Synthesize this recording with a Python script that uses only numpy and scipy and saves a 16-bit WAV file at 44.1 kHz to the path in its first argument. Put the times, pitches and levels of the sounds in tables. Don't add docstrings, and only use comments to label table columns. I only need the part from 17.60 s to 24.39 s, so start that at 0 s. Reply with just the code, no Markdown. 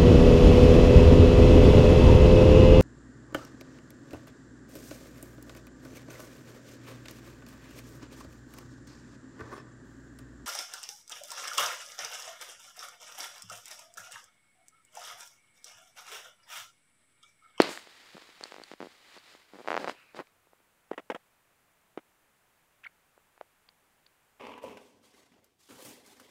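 import sys
import numpy as np
from scipy import signal
from scipy.fft import rfft, irfft, next_fast_len
from scipy.io import wavfile

SR = 44100
rng = np.random.default_rng(int(sys.argv[2]) if len(sys.argv) > 2 else 0)


def materialize(psi):
    bounded = np.clip(np.atleast_2d(psi).T, -1, 1)
    quanta = np.round(bounded * 32767).astype(np.int16)
    wavfile.write(sys.argv[1], SR, quanta)


N = 299645

# frequency in Hz, relative density in dB.
HISS_SPECTRUM = [(25, 0.5), (70, -2), (130, 0), (300, -3), (900, -0.5), (1500, -1.5), (2500, -5),
                 (4000, -12), (5500, -14.5), (7500, -11.5), (15500, -14)]
HISS_DB = -69.5
# time in seconds, swish level in dB.
SLIDE = [(0, -49), (0.26, -57.5), (0.6, -57.5), (0.76, -60), (0.87, -55), (1.0, -60.5), (1.125, -56.5),
         (1.165, -70), (1.225, -58), (1.41, -63), (1.565, -55.5), (1.61, -63), (1.71, -56.5), (1.87, -69),
         (1.98, -61.5), (2.33, -65), (2.5, -73), (2.7, -77.5)]
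SLIDE_DRAG_DB, SLIDE_FIZZ_DB = -11, -11
# peak time, rise and fall in seconds, then the levels in dB of
RUBS = [(0.008, 0.03, 0.14, -34.5, -34, -61), (0.114, .06, 0.12, -49.5, -48, -47.5),
        (1.97, 0.088, .11, -59.5, -68.5, -76), (2.1, 0.061, 0.1, -47, -56, -65.5),
        (2.21, 0.066, 0.13, -41, -50.5, -62), (2.296, 0.048, 0.05, -46, -47, -59),
        (2.565, 0.026, 0.054, -48, -53, -65), (2.602, 0.025, 0.023, -38, -55, -70)]
RUB_DEPTH_DB, RUB_SHAPE = 20.5, 1.4
# frequency in Hz, relative density in dB.
DRAG_SPECTRUM = [(60, -35.5), (150, -12), (300, -0.5), (550, -2), (1000, -6.5), (1800, -12.5), (3500, -28),
                 (9000, -45.5)]
SWISH_SPECTRUM = [(100, -23), (400, -10), (1300, -0.5), (2100, 0.5), (3300, -2.5), (4700, -6.5),
                  (5700, -12), (9000, -23.5), (15000, -35)]
FIZZ_SPECTRUM = [(3000, -24), (4600, 1), (5800, -6), (7000, 0.5), (8800, -4), (10500, -10), (15500, -18)]
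# centre in Hz, width in Hz, peak in dB.
PORT_MODES = [(1995, 230, -10), (3050, 150, -13), (3900, 350, -6.5), (4830, 1700, -5.5)]
# time in seconds, peak in dB before the path through the case,
# ring in Hz, edge of the release in Hz.
BUMPS = [(0.0021, 0, 335, 2100), (3.3149, -20.5, 406, 790), (3.501, -18, 500, 1090),
         (4.3755, -25.5, 340, 1100), (5.8119, -28.5, 624, 1190)]
# frequency in Hz, gain in dB.
CASE_RESPONSE = [(40, -14), (100, -4.5), (200, 2.5), (1000, -2), (3300, 1), (4000, 1), (4800, 6.5),
                 (6800, 0.5), (8000, -4.5), (11000, -8.5), (15500, -8)]
# start in seconds, peak in dB, ring in Hz, edge in Hz (high if sharp).
TICKS = [(0.019, -12.5, 4350, 14900), (0.175, -26.5, 1790, 7000), (0.8382, -22.5, 4460, 8300),
         (1.0369, -32, 4530, 9000), (1.5844, -42, 4446, 7060), (2.671, -49, 2300, 7000),
         (6.088, -47.5, 3500, 3490), (6.0899, -41, 4700, 4400), (6.464, -49.5, 3860, 4570),
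         (6.466, -46, 4640, 5200)]
# multiple of its ring frequency, level in dB, t60 in seconds.
TICK_MODES = [(.4, -21, .009), (.62, -23, .005), (1, -3.5, 0.0091), (1.35, -14, .003), (1.83, -8, 0.002)]
# first and last slip in seconds, count,
# peak of the first slip in dB before the path through the case, ring in Hz, edge of the release in Hz.
CREAKS = [(0.0907, 0.0901, 1, -26, 270, 1600), (0.2726, 0.2723, 1, -36.5, 440, 2700),
          (0.5475, 0.5529, 2, -43.5, 168, 595), (0.5686, 0.5799, 2, -34, 410, 2400),
          (0.622, 0.691, 2, -39.5, 342, 4500), (0.8105, 0.8563, 3, -29.5, 390, 5120),
          (0.9216, 0.9643, 3, -27.5, 483, 4830), (0.9836, 1.0173, 3, -33.5, 343, 2900),
          (1.1159, 1.1372, 2, -28.5, 290, 5030), (1.2046, 1.2275, 3, -25.5, 272, 3160),
          (1.2359, 1.2701, 4, -35, 323, 940), (1.5661, 1.5768, 2, -38.5, 360, 2500),
          (1.7506, 1.7514, 1, -40, 360, 1410), (1.936, 1.9663, 4, -37, 262, 1610),
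          (1.988, 2.013, 4, -36, 340, 1310), (2.0468, 2.0588, 2, -37.5, 480, 1100),
          (2.0759, 2.0759, 1, -18, 570, 2300), (2.085, 2.085, 1, -14.5, 580, 1970),
          (2.1047, 2.1296, 3, -14, 580, 2200), (2.1429, 2.1516, 2, -15, 534, 2120),
          (2.1667, 2.1769, 2, -13.5, 590, 2430), (2.2447, 2.2446, 1, -18, 470, 2900),
          (2.2758, 2.2815, 2, -18, 515, 1970), (2.2965, 2.2965, 1, -17, 540, 2570),
          (2.5471, 2.5674, 2, -33, 337, 2730), (2.5914, 2.6021, 2, -24, 450, 1500),
          (2.8714, 3.003, 2, -52, 380, 1400), (2.933, 2.9328, 1, -45.5, 539, 990),
          (5.578, 5.578, 1, -46, 500, 1194), (5.778, 5.778, 1, -44.5, 774, 1400)]
SLIP_FADE_DB = 0.8
SLIP_JITTER, SLIP_SPREAD_DB, EDGE_SPREAD = 0.12, 1.8, 0.3
DIP_HZ, ECHO_SHARE, DIP_SPREAD = 4300, 0.45, 0.1
# time in seconds, level in dB.
BRUSH_LEVEL = [(2.33, -67.5), (2.355, -65), (2.385, -59.5), (2.44, -63), (2.46, -68.5), (2.51, -64),
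               (2.55, -75)]
# frequency in Hz, relative density in dB.
BRUSH_SPECTRUM = [(500, -40.5), (1300, -8.5), (1900, -13), (2300, -6), (2550, -4), (2850, -14), (3300, -33),
                  (8000, -38)]
BRUSH_GLIDE = (1.12, .94)
# start in seconds, starting level in dB before the path through
# the case, length in seconds.
SCUFFS = [(3.311, -43, 0.013), (3.331, -38.5, 0.008), (3.377, -31.5, 0.012), (3.5, -25.5, 0.012),
          (3.5459, -28.5, 0.01), (4.374, -38.5, 0.01), (5.806, -59.5, 0.014)]
RECATCH_AFTER, RECATCH_DB = 1.204, -8
# frequency in Hz, relative density in dB.
SCUFF_SPECTRUM = [(60, -49), (170, -7), (330, 2.5), (750, 6.5), (1200, -6.5), (2200, -5.5), (3100, -13.5),
                  (4300, -34.5), (8000, -27), (15500, -34)]
# centre in Hz, width in Hz, peak in dB.
HOLLOW_MODES = [(630, 170, -9.5), (870, 170, -9), (1310, 280, 5), (1890, 190, -7), (2740, 490, -9),
                (3600, 610, 1.5)]
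# time in seconds, pitch in Hz, level in dB, roughness (limited to 0-1 when used).
SQUEAK = [(5.235, 1920, -58.5, .9), (5.241, 2130, -47, 1.1), (5.2428, 3490, -55, 0.15),
          (5.250, 2060, -43.5, 0), (5.258, 1380, -50, 0.38), (5.265, 1360, -45, 0.26),
          (5.266, 2152, -39.5, 0), (5.271, 2240, -40, 0.02), (5.275, 1200, -60, .3)]
EDGE_HZ = 15750


def gain_of(db):
    return 10 ** (np.asarray(db) / 20)


def evened(x):
    return x / np.sqrt(np.mean(x ** 2) + 1e-20)


def add(mix, s, sound):
    start = round(s * SR)
    sound = sound[max(-start, 0):]
    part = mix[max(start, 0):][:len(sound)]
    part += sound[:len(part)]


def curve_gain(f, points):
    hz, db = np.transpose(points)
    return gain_of(np.interp(np.log(f + 1), np.log(hz), db))


def coloured(x, points, modes=()):
    f = np.fft.rfftfreq(len(x), 1 / SR)
    peaks = sum(gain_of(db) / (1 + (2 * (f - centre) / width) ** 2) for centre, width, db in modes)
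    return evened(irfft(rfft(x) * curve_gain(f, points) * (1 + peaks), len(x)))


def filtered(x, points):
    size = next_fast_len(2 * len(x))
    f = abs(np.fft.fftfreq(size, 1 / SR))
    log_gain = np.log(curve_gain(f, points))
    response = np.exp(np.conj(signal.hilbert(log_gain)))[:size // 2 + 1]
    return irfft(rfft(x, size) * response, size)[:len(x)]


def wander(rate_hz):
    f = np.fft.rfftfreq(N, 1 / SR)
    return evened(irfft(rfft(rng.standard_normal(N)) / (1 + (f / rate_hz) ** 4), N))


def friction(per_s, spread_db, smooth):
    sizes = gain_of(spread_db * np.minimum(rng.exponential(1, N), 4))
    signs = rng.choice([-1, 1], N)
    happens = rng.random(N) < per_s / SR
    return evened(sizes * signs * happens) + smooth * rng.standard_normal(N)


def slip(ring_hz, edge_hz, load, damping, size=2048):
    f = np.fft.rfftfreq(size, 1 / SR)
    s, u = 1j * f / ring_hz, 1j * f / edge_hz
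    case = s ** 2 / (1 + damping * s + s ** 2)
    build_up = 1 / (1 - load * s)
    edge = 1 / (1 + 1.6 * u + u ** 2)
    pulse = np.fft.fftshift(irfft(case * build_up * edge))
    return pulse / abs(pulse).max()


def hiss():
    return gain_of(HISS_DB) * coloured(rng.standard_normal(N), HISS_SPECTRUM)


def rubbing():
    t = np.arange(N) / SR
    slide_db = np.interp(t, *np.transpose(SLIDE), right=-np.inf)
    power = np.outer(gain_of([SLIDE_DRAG_DB, 0, SLIDE_FIZZ_DB]), gain_of(slide_db)) ** 2
    for s, rise, fall, *layers_db in RUBS:
        away = np.minimum(np.maximum((s - t) / rise, (t - s) / fall), 10)
        swell = gain_of(-RUB_DEPTH_DB * abs(away) ** RUB_SHAPE)
        power += np.outer(gain_of(layers_db), swell) ** 2
    return np.sqrt(power)


def cloth():
    drag_level, swish_level, fizz_level = rubbing()
    unevenness = gain_of(1.0 * wander(rate_hz=78))
    drag = drag_level * coloured(friction(per_s=900, spread_db=2.5, smooth=0.62), DRAG_SPECTRUM)
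    swish_grain = friction(per_s=3000, spread_db=2.5, smooth=1.1)
    swish = swish_level * coloured(swish_grain, SWISH_SPECTRUM, PORT_MODES)
    fizz = fizz_level * coloured(friction(per_s=3000, spread_db=1.5, smooth=1.1), FIZZ_SPECTRUM)
    return unevenness * (drag + swish + fizz)


def bumps():
    out = np.zeros(N)
    for s, db, ring_hz, edge_hz in BUMPS:
        pulse = filtered(slip(ring_hz, edge_hz, load=0.48, damping=0.48), CASE_RESPONSE)
        add(out, s - len(pulse) / 2 / SR, -gain_of(db) * pulse)
    return out


def ticks(snap_db=-14, snap_s=0.0006, low_hz=600):
    out, t = np.zeros(N), np.arange(SR // 40) / SR
    for s, db, hz, edge_hz in TICKS:
        ring = sum(gain_of(mode_db - 60 * t / t60) * np.sin(2 * np.pi * hz * ratio * t)
                   for ratio, mode_db, t60 in TICK_MODES)
        snap = gain_of(snap_db) * np.exp(-t / snap_s) * rng.standard_normal(len(t))
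        band = signal.butter(3, [low_hz, min(edge_hz, SR / 2 - 1)], "bandpass", fs=SR, output="sos")
        tick = signal.sosfilt(band, ring + snap)
        add(out, s, gain_of(db) * tick / abs(tick).max())
    return out


def knock(ring_hz, edge_hz, shift):
    pulse = filtered(slip(ring_hz, edge_hz, load=0.42, damping=1.0), CASE_RESPONSE)
    n = np.arange(len(pulse))
    delay = SR / (2 * DIP_HZ * 2 ** (DIP_SPREAD * shift))
    echo = np.interp(n - delay, n, pulse)
    return (pulse + ECHO_SHARE * echo) / (1 + ECHO_SHARE)


def grip():
    out = np.zeros(N)
    for first, last, count, db, ring_hz, edge_hz in CREAKS:
        count = round(count)
        early, louder, sharper, shift = rng.uniform(-1.2, 1, (count, 4)).T
        times = np.linspace(first, last, count)
        times[1:-1] += SLIP_JITTER * (last - first) / count * early[1:-1]
        for k, s in enumerate(times):
            later = k > 0
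            slip_edge_hz = edge_hz * 2 ** (later * EDGE_SPREAD * sharper[k])
            pulse = knock(ring_hz, slip_edge_hz, shift[k])
            level_db = db - SLIP_FADE_DB * k + later * SLIP_SPREAD_DB * louder[k]
            add(out, s - len(pulse) / 2 / SR, gain_of(level_db) * pulse)
    return out


def brush():
    s, db = np.transpose(BRUSH_LEVEL)
    n = np.arange(N)
    level = gain_of(np.interp(n / SR, s, db, left=-np.inf, right=-np.inf))
    speed = np.interp(n / SR, [s[0], s[-1]], BRUSH_GLIDE)
    noise = coloured(rng.standard_normal(N), BRUSH_SPECTRUM)
    return level * np.interp(np.cumsum(speed), n, noise)


def scuffs(fade_db=8, rise_s=0.0023):
    force = np.zeros(N)
    for s, db, length in SCUFFS:
        t = np.arange(int(2 * length * SR)) / SR
        stop = 1 / (1 + (t / length) ** 8)
        skid = gain_of(db - fade_db * t / length) * np.minimum(t / rise_s, 1) * stop
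        add(force, s, skid)
        add(force, s + RECATCH_AFTER * length, gain_of(RECATCH_DB) * skid)
    grain = coloured(friction(per_s=5400, spread_db=1.5, smooth=1.0), SCUFF_SPECTRUM, HOLLOW_MODES)
    return filtered(force * grain, CASE_RESPONSE)


def squeak(octave_db=-28, rasp=0.99, flutter_hz=750):
    s, *columns = np.transpose(SQUEAK)
    t = np.arange(s[0], s[-1], 1 / SR)
    hz, db, rough = (np.interp(t, s, c) for c in columns)
    rough = np.clip(rough, 0, 1)
    phase = 2 * np.pi * np.cumsum(hz) / SR
    flutter = wander(flutter_hz)[:len(t)]
    octave = gain_of(octave_db) + rasp * rough * (1 - rough)
    tone = np.sin(phase) + octave * np.sin(2 * phase)
    out = np.zeros(N)
    add(out, s[0], np.sqrt(2) * gain_of(db) * tone * (1 - rough + rough * flutter))
    return out


def room(x, wet_db=-24, t60=0.09):
    t = np.arange(SR // 5) / SR
    tail = rng.standard_normal(len(t)) * gain_of(-60 * t / t60)
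    return x + gain_of(wet_db) * signal.fftconvolve(x, tail / np.linalg.norm(tail))[:N]


def scene():
    contacts = bumps() + ticks() + grip() + scuffs() + squeak()
    return (hiss() + cloth() + room(contacts) + brush())[None]


def record(dry):
    low_pass = signal.firwin(511, EDGE_HZ, window=("kaiser", 9), fs=SR)
    return signal.oaconvolve(np.clip(dry, -1, 1), low_pass[None], "same")


dry = scene()
out = record(dry)
materialize(out)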